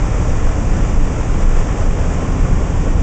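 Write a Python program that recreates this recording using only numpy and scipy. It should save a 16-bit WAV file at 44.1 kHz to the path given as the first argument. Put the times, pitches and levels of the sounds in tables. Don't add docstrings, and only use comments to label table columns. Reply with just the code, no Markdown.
import sys
import numpy as np
from scipy import signal
from scipy.fft import rfft, irfft
from scipy.io import wavfile
from scipy.ndimage import uniform_filter1d, minimum_filter1d

SR = 44100
rng = np.random.default_rng(int(sys.argv[2]) if len(sys.argv) > 2 else 0)


def materialize(psi):
    bounded = np.clip(np.atleast_2d(psi).T, -1, 1)
    quanta = np.round(bounded * 32767).astype(np.int16)
    wavfile.write(sys.argv[1], SR, quanta)


N = 133182

# f/Hz, level/dB
BUFFET_SPECTRUM = [(10, -19), (20, 2.5), (32, 0), (45, 0), (58, -9.5), (80, -10), (100, -15), (130, -13)]
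CABIN_SPECTRUM = [(110, -3.5), (175, -1), (205, -4.5), (240, -6), (290, -9), (340, -9), (380, -16.5)]
SLIPSTREAM_SPECTRUM = [(210, -39.5), (350, -1.5), (461, 1), (640, -4.5), (861, -6), (927, -9.5), (1060, -6),
                       (1220, -11), (1330, -10), (1610, -15), (1750, -13.5), (2190, -17), (2360, -16),
                       (3600, -26), (4020, -33.5), (4400, -36), (5720, -55), (9680, -120)]
GAP_HISS_SPECTRUM = [(2350, -45), (4020, -22), (4300, -9), (4620, -6), (5830, 2.5), (7220, 3), (7680, 0),
                     (8370, -10.5), (8760, -22.5), (11400, -49.5), (19300, -120)]
# t/s, level/dB
BUFFET_SWELL = [(0, 4.5), (.9, 0.5), (1.5, -1), (1.75, 3), (2.1, 1.5), (2.5, 0.5), (3.02, 5.5)]
CABIN_SWELL = [(0, -2), (.2, -1.6), (.48, -1.5), (.7, 1.5), (.98, 1.5), (1.2, -2), (1.5, 0.5), (1.8, 0),
               (2.03, -1.5), (2.35, 2.3), (2.6, -2.5), (2.7, -0.5), (3.02, 2)]
ROAR_SWELL = [(0, 0.5), (.2, 1), (.31, 0.2), (.41, 0.9), (.51, 1.5), (.58, -0.5), (.66, 0.3), (.8, 0.5),
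              (.89, 0), (1.06, 0.4), (1.32, 0.5), (1.57, 1), (1.82, .5), (1.9, -0.1), (2.05, 0.2),
              (2.23, 0.9), (2.6, 0), (2.68, 0), (2.82, -0.1), (3.02, 0)]
# t/s, length/s, level/dB
GUSTS = [(0.684, .04, -0.2), (.755, 0.04, 0.5), (1.424, 0.024, 1.5), (1.595, .02, 1.6), (1.758, 0.015, 0.5),
         (1.81, 0.029, 2), (1.988, 0.041, -0.5), (2.12, 0.033, 1.5), (2.304, 0.21, 0), (2.905, 0.028, -0.5),
         (2.957, 0.014, -3.5)]
# t/s, level/dB, f/Hz, length/s
THUMPS = [(0.475, -3, 24.5, 0.038), (0.647, -8.5, 24.7, 0.063), (0.791, -7, 26.5, 0.032),
          (0.998, -3, 21.5, 0.071), (1.296, -6, 24.8, 0.067), (1.369, -6.5, 22.2, 0.038),
          (1.486, -3, 27, 0.057), (1.593, -3.5, 24, 0.042), (1.857, -7, 26.8, 0.051),
          (1.927, -9.5, 21, 0.054), (2.337, -6.5, 28.7, 0.026), (2.424, -2.5, 30, 0.037),
          (2.532, -6, 26.3, 0.034), (2.759, -6.5, 29, 0.067), (2.857, -3.5, 30, 0.024),
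          (2.995, -7, 33.8, 0.022)]
# t/s, level/dB, centre f/Hz
SLAPS = [(.589, -24, 420), (.925, -21, 140), (1.043, -27, 450), (1.281, -18.5, 124), (1.504, -26, 140),
         (1.82, -26.5, 750), (1.995, -24.5, 500), (2.103, -18, 113), (2.108, -31, 700), (2.225, -20, 284),
         (2.511, -16, 151), (2.592, -18, 151), (2.618, -22.5, 330), (2.87, -20, 393)]
# t/s, f/Hz
SHAFT_SPEED = [(0, 22.3), (1.0, 22.3), (1.52, 23.3), (1.72, 21.4), (2.0, 18.6), (2.3, 19.5), (2.6, 19),
               (3.02, 18)]
# multiple of shaft speed, level under power/dB, level throttled back/dB
ENGINE_ORDERS = [(2, -29.5, -24.5), (3, -24, -38), (3.5, -27, -34.5), (4, -39, -24.5), (5, -28, -37),
                 (5.5, -36.5, -34.5), (6, -36, -36.5), (6.5, -50.5, -35), (8, -34, -39.5),
                 (13.5, -41.5, -41.5)]
# centre f/Hz, level at rest/dB, level at the height of the boom/dB
CABIN_MODES = [(102.2, -37, -30), (126.6, -41.5, -34), (148.8, -37.5, -32.5), (162.2, -39.5, -33),
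               (172.1, -39.5, -30.5), (252, -40, -33), (285, -39.5, -38), (294.9, -40.5, -37.5),
               (389.3, -58, -39)]

BUFFET_DB, CABIN_DB, SLIPSTREAM_DB, HISS_DB = -18, -26, -28.5, -41.5
BUFFET_TO_CABIN_HZ, CABIN_TO_SLIPSTREAM_HZ, SLIPSTREAM_TO_HISS_HZ = 120, 360, 4200
HISS_DB_PER_S = -.5
GUST_DB, GUST_RATE, FLUTTER_DB, FLUTTER_RATE = 0.34, 11, 0.42, 180
GUST_SHARE_IN_ROAR = 0.69
HISS_GRAIN_DB, HISS_GRAIN_RATE = .5, 340
THUMP_TRIM_DB = -3.5
SLAP_TRIM_DB, SLAP_S, SLAP_OCTAVES = -4, .013, 0.68
THROTTLE_BACK_S, THROTTLE_TAKES_S = 1.58, 0.46
TONE_WAVER_DB, TONE_WAVER_RATE = 1.67, 9
FIRINGS_PER_TURN = 2
PUFF_DB, PUFF_DROP_DB, PUFF_HZ, PUFF_OCTAVES = -39, -4, 690, 0.82
PUFF_DECAY = 0.2
WHINE_ORDER = 60
WHINE_DB, WHINE_DROP_DB, WHINE_RATE = -47.5, -6, 10
MODE_WAVER_HZ, MODE_WAVER_DB, MODE_WAVER_RATE = 2.5, 2, 7.15
BOOM_AT_S, BOOM_LASTS_S = 2.446, 0.34
LIMIT_DB, LIMIT_HOLD_S = -2.5, 0.017
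TOP_HZ = 8750


def undb(db):
    return 10 ** (np.asarray(db) / 20)


def unit(x):
    return x / np.sqrt(np.mean(x ** 2))


def curve(t, rows):
    times, values = np.array(rows).T
    return np.interp(t, times, values)


def bump(t, at, length):
    return np.exp(-((t - at) / length) ** 2)


def walk(rate):
    f = np.fft.rfftfreq(N, 1 / SR)
    spectrum = rfft(rng.standard_normal(N)) / (1 + (2 * f / rate) ** 4)
    return unit(irfft(spectrum, N))


def band(hz, octaves):
    f = np.fft.rfftfreq(N, 1 / SR) + 1
    shape = np.exp(-.5 * (np.log2(f / hz) / octaves) ** 2)
    return unit(irfft(rfft(rng.standard_normal(N)) * shape, N))


def air(points, low, high):
    f = np.fft.rfftfreq(N, 1 / SR) + 1e-3
    hz, db = np.array(sorted(points)).T
    shape = undb(np.interp(np.log(f), np.log(hz), db))
    edges = 1 / np.sqrt((1 + (low / f) ** 24) * (1 + (f / high) ** 24))
    return unit(irfft(rfft(rng.standard_normal(N)) * shape * edges, N))


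def buffeting(t):
    noise = air(BUFFET_SPECTRUM, 11.0, BUFFET_TO_CABIN_HZ)
    return noise * undb(BUFFET_DB + curve(t, BUFFET_SWELL))


def thumps(t):
    out = 0
    for at, db, hz, length in THUMPS:
        shake = np.sin(2 * np.pi * (hz * (t - at) + rng.random()))
        out = out + undb(THUMP_TRIM_DB + db) * bump(t, at, length) * shake
    return out


def slaps(t):
    out = 0
    for at, db, hz in SLAPS:
        out = out + undb(SLAP_TRIM_DB + db) * bump(t, at, SLAP_S) * band(hz, SLAP_OCTAVES)
    return out


def slipstream_and_hiss(t):
    flutter_db = GUST_DB * walk(GUST_RATE) + FLUTTER_DB * walk(FLUTTER_RATE)
    gust_db = sum(db * bump(t, at, length) for at, length, db in GUSTS)

    roar = air(SLIPSTREAM_SPECTRUM, CABIN_TO_SLIPSTREAM_HZ, SLIPSTREAM_TO_HISS_HZ)
    roar_db = SLIPSTREAM_DB + curve(t, ROAR_SWELL) + GUST_SHARE_IN_ROAR * gust_db

    hiss = air(GAP_HISS_SPECTRUM, SLIPSTREAM_TO_HISS_HZ, SR / 2)
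    grain_db = HISS_GRAIN_DB * walk(HISS_GRAIN_RATE)
    hiss_db = HISS_DB + HISS_DB_PER_S * (t - t.mean()) + gust_db + grain_db

    return (roar * undb(roar_db) + hiss * undb(hiss_db)) * undb(flutter_db)


def cabin_drone(t):
    noise = air(CABIN_SPECTRUM, BUFFET_TO_CABIN_HZ, CABIN_TO_SLIPSTREAM_HZ)
    return noise * undb(CABIN_DB + curve(t, CABIN_SWELL))


def engine_tones(turns, eased):
    out = 0
    for order, power_db, idle_db in ENGINE_ORDERS:
        db = power_db + (idle_db - power_db) * eased + TONE_WAVER_DB * walk(TONE_WAVER_RATE)
        tone = np.sin(2 * np.pi * (order * turns + rng.random()))
        out = out + np.sqrt(2) * undb(db) * tone
    return out


def cabin_boom(t):
    excited = bump(t, BOOM_AT_S, BOOM_LASTS_S)
    out = 0
    for hz, rest_db, boom_db in CABIN_MODES:
        wavering_hz = hz + MODE_WAVER_HZ * walk(MODE_WAVER_RATE)
        cycles = np.cumsum(wavering_hz) / SR + rng.random()
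        db = rest_db + (boom_db - rest_db) * excited + MODE_WAVER_DB * walk(MODE_WAVER_RATE)
        out = out + np.sqrt(2) * undb(db) * np.sin(2 * np.pi * cycles)
    return out


def exhaust_puffs(turns, eased):
    gas = band(PUFF_HZ, PUFF_OCTAVES)
    since_firing = FIRINGS_PER_TURN * turns % 1
    puffs = unit(gas * np.exp(-since_firing / PUFF_DECAY))
    return puffs * undb(PUFF_DB + PUFF_DROP_DB * eased)


def gear_whine(turns, eased):
    angle = 2 * np.pi * WHINE_ORDER * turns
    whine = walk(WHINE_RATE) * np.cos(angle) + walk(WHINE_RATE) * np.sin(angle)
    return whine * undb(WHINE_DB + WHINE_DROP_DB * eased)


def scene():
    t = np.arange(N) / SR
    turns = np.cumsum(curve(t, SHAFT_SPEED)) / SR
    eased = np.clip((t - THROTTLE_BACK_S) / THROTTLE_TAKES_S + .5, 0, 1)
    wind = buffeting(t) + thumps(t) + slaps(t) + slipstream_and_hiss(t) + cabin_drone(t)
    engine = engine_tones(turns, eased) + exhaust_puffs(turns, eased) + gear_whine(turns, eased)
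    return (wind + engine + cabin_boom(t))[None]


def record(dry):
    hold = max(int(LIMIT_HOLD_S * SR), 2)
    gain = np.minimum(1, undb(LIMIT_DB) / (np.abs(dry) + 1e-9))
    gain = uniform_filter1d(minimum_filter1d(gain, hold), hold)
    top_cut = signal.ellip(10, .2, 90, TOP_HZ, fs=SR, output="sos")
    return signal.sosfilt(top_cut, dry * gain)


dry = scene()
out = record(dry)
materialize(out)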